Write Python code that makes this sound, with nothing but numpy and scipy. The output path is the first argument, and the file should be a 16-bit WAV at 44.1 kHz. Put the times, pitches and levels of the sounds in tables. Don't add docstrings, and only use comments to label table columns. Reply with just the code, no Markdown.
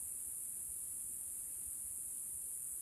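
import sys
import numpy as np
from scipy import signal
from scipy.fft import rfft, irfft
from scipy.io import wavfile

SR = 44100
rng = np.random.default_rng(int(sys.argv[2]) if len(sys.argv) > 2 else 0)


def unload_wav(signal):
    wavfile.write(
        sys.argv[1],
        SR,
        np.round(np.clip(np.atleast_2d(signal).T, -1, 1) * 32767).astype(np.int16),
    )


def gain_from_db(level_db):
    decades = np.asarray(level_db, float) / 20
    return 10 ** decades


N = 123921

# frequency in Hz, density in dB per Hz.
HUSH_SPECTRUM = [(13, -23), (22, -10), (71, -1.5), (130, -6), (345, -9.5), (489, -17.5), (1810, -22.5),
                 (2620, -23.5), (5800, -27.5), (7540, -27), (12800, -120)]
# time in seconds, leaf rustle in dB, low buffeting of the microphone in dB.
BREEZE_SWING = [(0, .5, 1), (.35, 0, -1), (.65, 0, 2.5), (.85, .5, 0), (1.05, -1, 2), (1.35, 0.7, 0),
                (1.7, .5, 1), (2.0, -0.4, 0), (2.4, -.7, .5), (2.8, -1, -2)]
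# pitch in Hz, width in Hz, level in dB, throb rate per second.
FAR_CRICKETS = [
    (2612, 130, -90, 10),
    (6281, 50, -87, 5),
]
# time in seconds, peak in dB.
WIND_BUMPS = [(0.059, -58), (0.149, -61), (0.284, -58), (.615, -62), (.70, -54), (0.919, -58),
              (1.061, -62.5), (1.14, -63), (1.285, -61), (1.574, -63), (1.68, -55), (1.859, -62),
              (2.082, -60), (2.349, -57), (2.449, -62), (2.735, -60.5)]
# start in seconds, peak in dB, pitch of the lower mode in Hz.
TWIG_SNAPS = [
    (1.002, -64, 2150),
    (1.3, -69, 3600),
    (2.18, -68, 3200),
    (2.54, -68, 3300),
]
# frequency in Hz, density in dB per Hz.
CHORUS_SPECTRUM = [(3470, -84), (5900, -38), (6740, -19), (7980, -6), (9430, 2), (11600, -4), (12300, -7.5),
                   (13300, -19)]
# click pairs per second, gap inside the pair in ms.
NEAR_RHYTHMS = [(44.725, 7.254), (42.405, 8.06), (40.565, 9.2)]
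# resonance in Hz, width in Hz, direct level in dB, echo level in dB,
# timing jitter in ms.
NEAR_BODIES = [(10860, 4100, -54, -56, .06), (6900, 2800, -57.5, -71, .15), (9870, 3700, -57.5, -56.5, .08)]
# time in seconds, lag in ms.
FIRST_LAG = [(0, 4.45), (.14, 4.4), (.42, 3.88), (.7, 3.8), (.98, 4.1), (1.24, 3.87), (1.42, 4.35),
             (1.54, 4.38), (1.68, 3.48), (1.88, 3.33), (2.38, 3.85), (2.52, 4.35), (2.8, 4.5)]
SECOND_LAG = [(0, 3.65), (.8, 3.5), (1.2, 4.45), (1.45, 3.75), (1.7, 4.2), (2.1, 4.0), (2.3, 3.5),
              (2.8, 3.72)]
THIRD_LAG = [(0, 3.2), (.84, 3.5), (1.26, 3.15), (1.6, 4.08), (2.1, 3.55), (2.26, 2.72), (2.38, 2.5),
             (2.52, 1.62), (2.8, .16)]
# time in seconds, first, second and third near singer in dB.
NEAR_EFFORT = [(0, 3.5, 1, -0.5), (.5, -0.5, -3, 4), (.8, 1.5, 0.5, -2.5), (1.2, 1.5, -1.5, -3),
               (1.7, -1, -1.5, 2), (2.0, 0, 0.5, 3.5), (2.4, -0.5, -2, 2.5), (2.8, 2, 3.5, -4)]

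HUSH_DB, HUSH_FLICKER_DB = -68, 0.96
BUMP_HZ, BUMP_WIDTH_S, BUMP_TRIM_DB = 69, 0.0095, -1.5
SNAP_T60_S = 0.012
FOREST_T60_S, SCATTERERS_PER_S, LEAF_SWAY_PER_S = 0.56, 3000, 3
CLICK_SPREAD_DB, SECOND_CLICK_DB = 1.2, 0.2
CROWD_DB, CROWD_SPREAD_DB, CROWD_DIRECT_DB = -48.5, 2.5, -4
CROWD_SLOWEST_PER_S, CROWD_FASTEST_PER_S, CROWD_WANDER_MS = 38, 48, 0.6


def rms_one(x):
    return x / np.sqrt(np.mean(x ** 2) + 1e-20)


def drift(rate_hz, size=N):
    r = np.exp(-80 * np.pi * rate_hz / SR)
    noise = rng.standard_normal(size // 40 + 2002)
    slow = signal.lfilter([1], [1, -2 * r, r * r], noise)[2000:]
    return np.interp(np.arange(size) / 40, np.arange(len(slow)), rms_one(slow))


def at_hz(points, hz):
    table_hz, table_db = np.transpose(points)
    return np.interp(np.log(hz + 1), np.log(table_hz), table_db)


def filtered(x, gain_at):
    return irfft(rfft(x) * gain_at(np.fft.rfftfreq(len(x), 1 / SR)), len(x))


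def resonance(x, hz, width_hz):
    r = np.exp(-np.pi * width_hz / SR)
    poles = [1, -2 * r * np.cos(2 * np.pi * hz / SR), r * r]
    return signal.lfilter([1 - r * r, 0, r * r - 1], poles, x) / 2


def hush():
    out = 0
    s, rustle_db, buffet_db = np.transpose(BREEZE_SWING)
    for centre_hz in 30 * 2 ** np.arange(10.):
        def band_gain(hz):
            octaves = np.clip(np.log2((hz + 1) / centre_hz), -1, 1)
            return gain_from_db(at_hz(HUSH_SPECTRUM, hz)) * np.cos(np.pi / 2 * octaves)

        swing_db = rustle_db if centre_hz > 400 else buffet_db
        breeze_db = np.interp(np.arange(N) / SR, s, swing_db - swing_db.mean())
        band = filtered(rng.standard_normal(N), band_gain)
        out = out + band * gain_from_db(HUSH_FLICKER_DB * drift(11.6) + breeze_db)
    return gain_from_db(HUSH_DB) * rms_one(out)


def far_crickets():
    out = 0
    for hz, width_hz, db, throb_per_s in FAR_CRICKETS:
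        line = resonance(rng.standard_normal(N), hz, width_hz)
        line = resonance(line, hz, width_hz)
        out = out + gain_from_db(db + 2.6 * drift(throb_per_s)) * rms_one(line)
    return out


def wind_bumps():
    t, out = np.arange(N) / SR, 0
    for s, db in WIND_BUMPS:
        u = t - s
        hz = BUMP_HZ * (0.85 + 0.3 * rng.random())
        swell = gain_from_db(db + BUMP_TRIM_DB - 3.4 * (u / BUMP_WIDTH_S) ** 2)
        out = out + swell * np.sin(2 * np.pi * hz * u + rng.random())
    return out


def twig_snaps():
    out = 0
    for s, db, hz in TWIG_SNAPS:
        t = np.maximum(np.arange(N) / SR - s, 0)
        modes = np.sin(2 * np.pi * hz * t) + np.sin(2 * np.pi * 1.51 * hz * t)
        out = out + gain_from_db(db - 60 * t / SNAP_T60_S) * modes
    return out


def click_pairs(pairs_per_s, gap_ms, lag_ms, jitter_ms):
    start_s = np.arange(-50, 150) / pairs_per_s
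    chance = rng.standard_normal((len(start_s), 3))
    late_ms = lag_ms(start_s) + jitter_ms * chance[:, 0]
    first = np.round((1 + start_s + late_ms / 1000) * SR).astype(int)
    keep = first >= 0
    second = first[keep] + int(round(gap_ms * SR / 1000))
    train = np.zeros(6 * SR)
    train[first[keep]] = gain_from_db(CLICK_SPREAD_DB * chance[keep, 1])
    train[second] = gain_from_db(SECOND_CLICK_DB + CLICK_SPREAD_DB * chance[keep, 2])
    return train[:N + SR]


def scattered(x, count=3):
    t, out = np.arange(SR // 2) / SR, 0
    for _ in range(count):
        turn = 2 * np.pi * rng.random() + 2 * drift(LEAF_SWAY_PER_S, size=len(x))
        for share in np.cos(turn), np.sin(turn):
            hit = rng.random(len(t)) < SCATTERERS_PER_S / SR
            echoes = rng.standard_normal(len(t)) * hit * gain_from_db(-60 * t / FOREST_T60_S)
            out = out + signal.fftconvolve(x * share, rms_one(echoes))[:len(x)]
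    return out


def tymbal_colour(x):
    points = [(4500, -63)] + list(CHORUS_SPECTRUM) + [(14000, -40)]
    return rms_one(filtered(x, lambda hz: gain_from_db(at_hz(points, hz)))[SR:])


def far_crowd(count):
    song = 0
    for rate, gap, phase, size in rng.random((count, 4)):
        wander_ms = CROWD_WANDER_MS * drift(1.5)
        pairs_per_s = CROWD_SLOWEST_PER_S + (CROWD_FASTEST_PER_S - CROWD_SLOWEST_PER_S) * rate

        def lag_ms(s):
            return 25 * phase + np.interp(s * SR, np.arange(N), wander_ms)

        clicks = click_pairs(pairs_per_s, 7 + 2.5 * gap, lag_ms, jitter_ms=0.1)
        song = song + gain_from_db(2 * CROWD_SPREAD_DB * size) * clicks
    direct = gain_from_db(CROWD_DIRECT_DB) * tymbal_colour(song)
    return gain_from_db(CROWD_DB) * (direct + tymbal_colour(scattered(song)))


def near_cicadas():
    out, t = 0, np.arange(N + SR) / SR - 1
    effort_s, *efforts_db = np.transpose(NEAR_EFFORT)
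    lags = FIRST_LAG, SECOND_LAG, THIRD_LAG
    for rhythm, body, lag, effort_db in zip(NEAR_RHYTHMS, NEAR_BODIES, lags, efforts_db):
        pairs_per_s, gap_ms = rhythm
        hz, width_hz, direct_db, echo_db, jitter_ms = body
        lag_s, lag_ms = np.transpose(lag)
        clicks = click_pairs(pairs_per_s, gap_ms, lambda s: np.interp(s, lag_s, lag_ms), jitter_ms)
        song = resonance(clicks, hz, width_hz) * gain_from_db(np.interp(t, effort_s, effort_db))
        out = out + gain_from_db(direct_db) * tymbal_colour(song)
        out = out + gain_from_db(echo_db) * tymbal_colour(scattered(song))
    return out


def scene():
    background = hush() + far_crickets() + wind_bumps() + twig_snaps()
    return (background + far_crowd(count=24) + near_cicadas())[None]


def top_cut(x):
    return signal.sosfilt(signal.butter(12, 13560, fs=SR, output="sos"), x)


def record(dry):
    return top_cut(dry)


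dry = scene()
out = record(dry)
unload_wav(out)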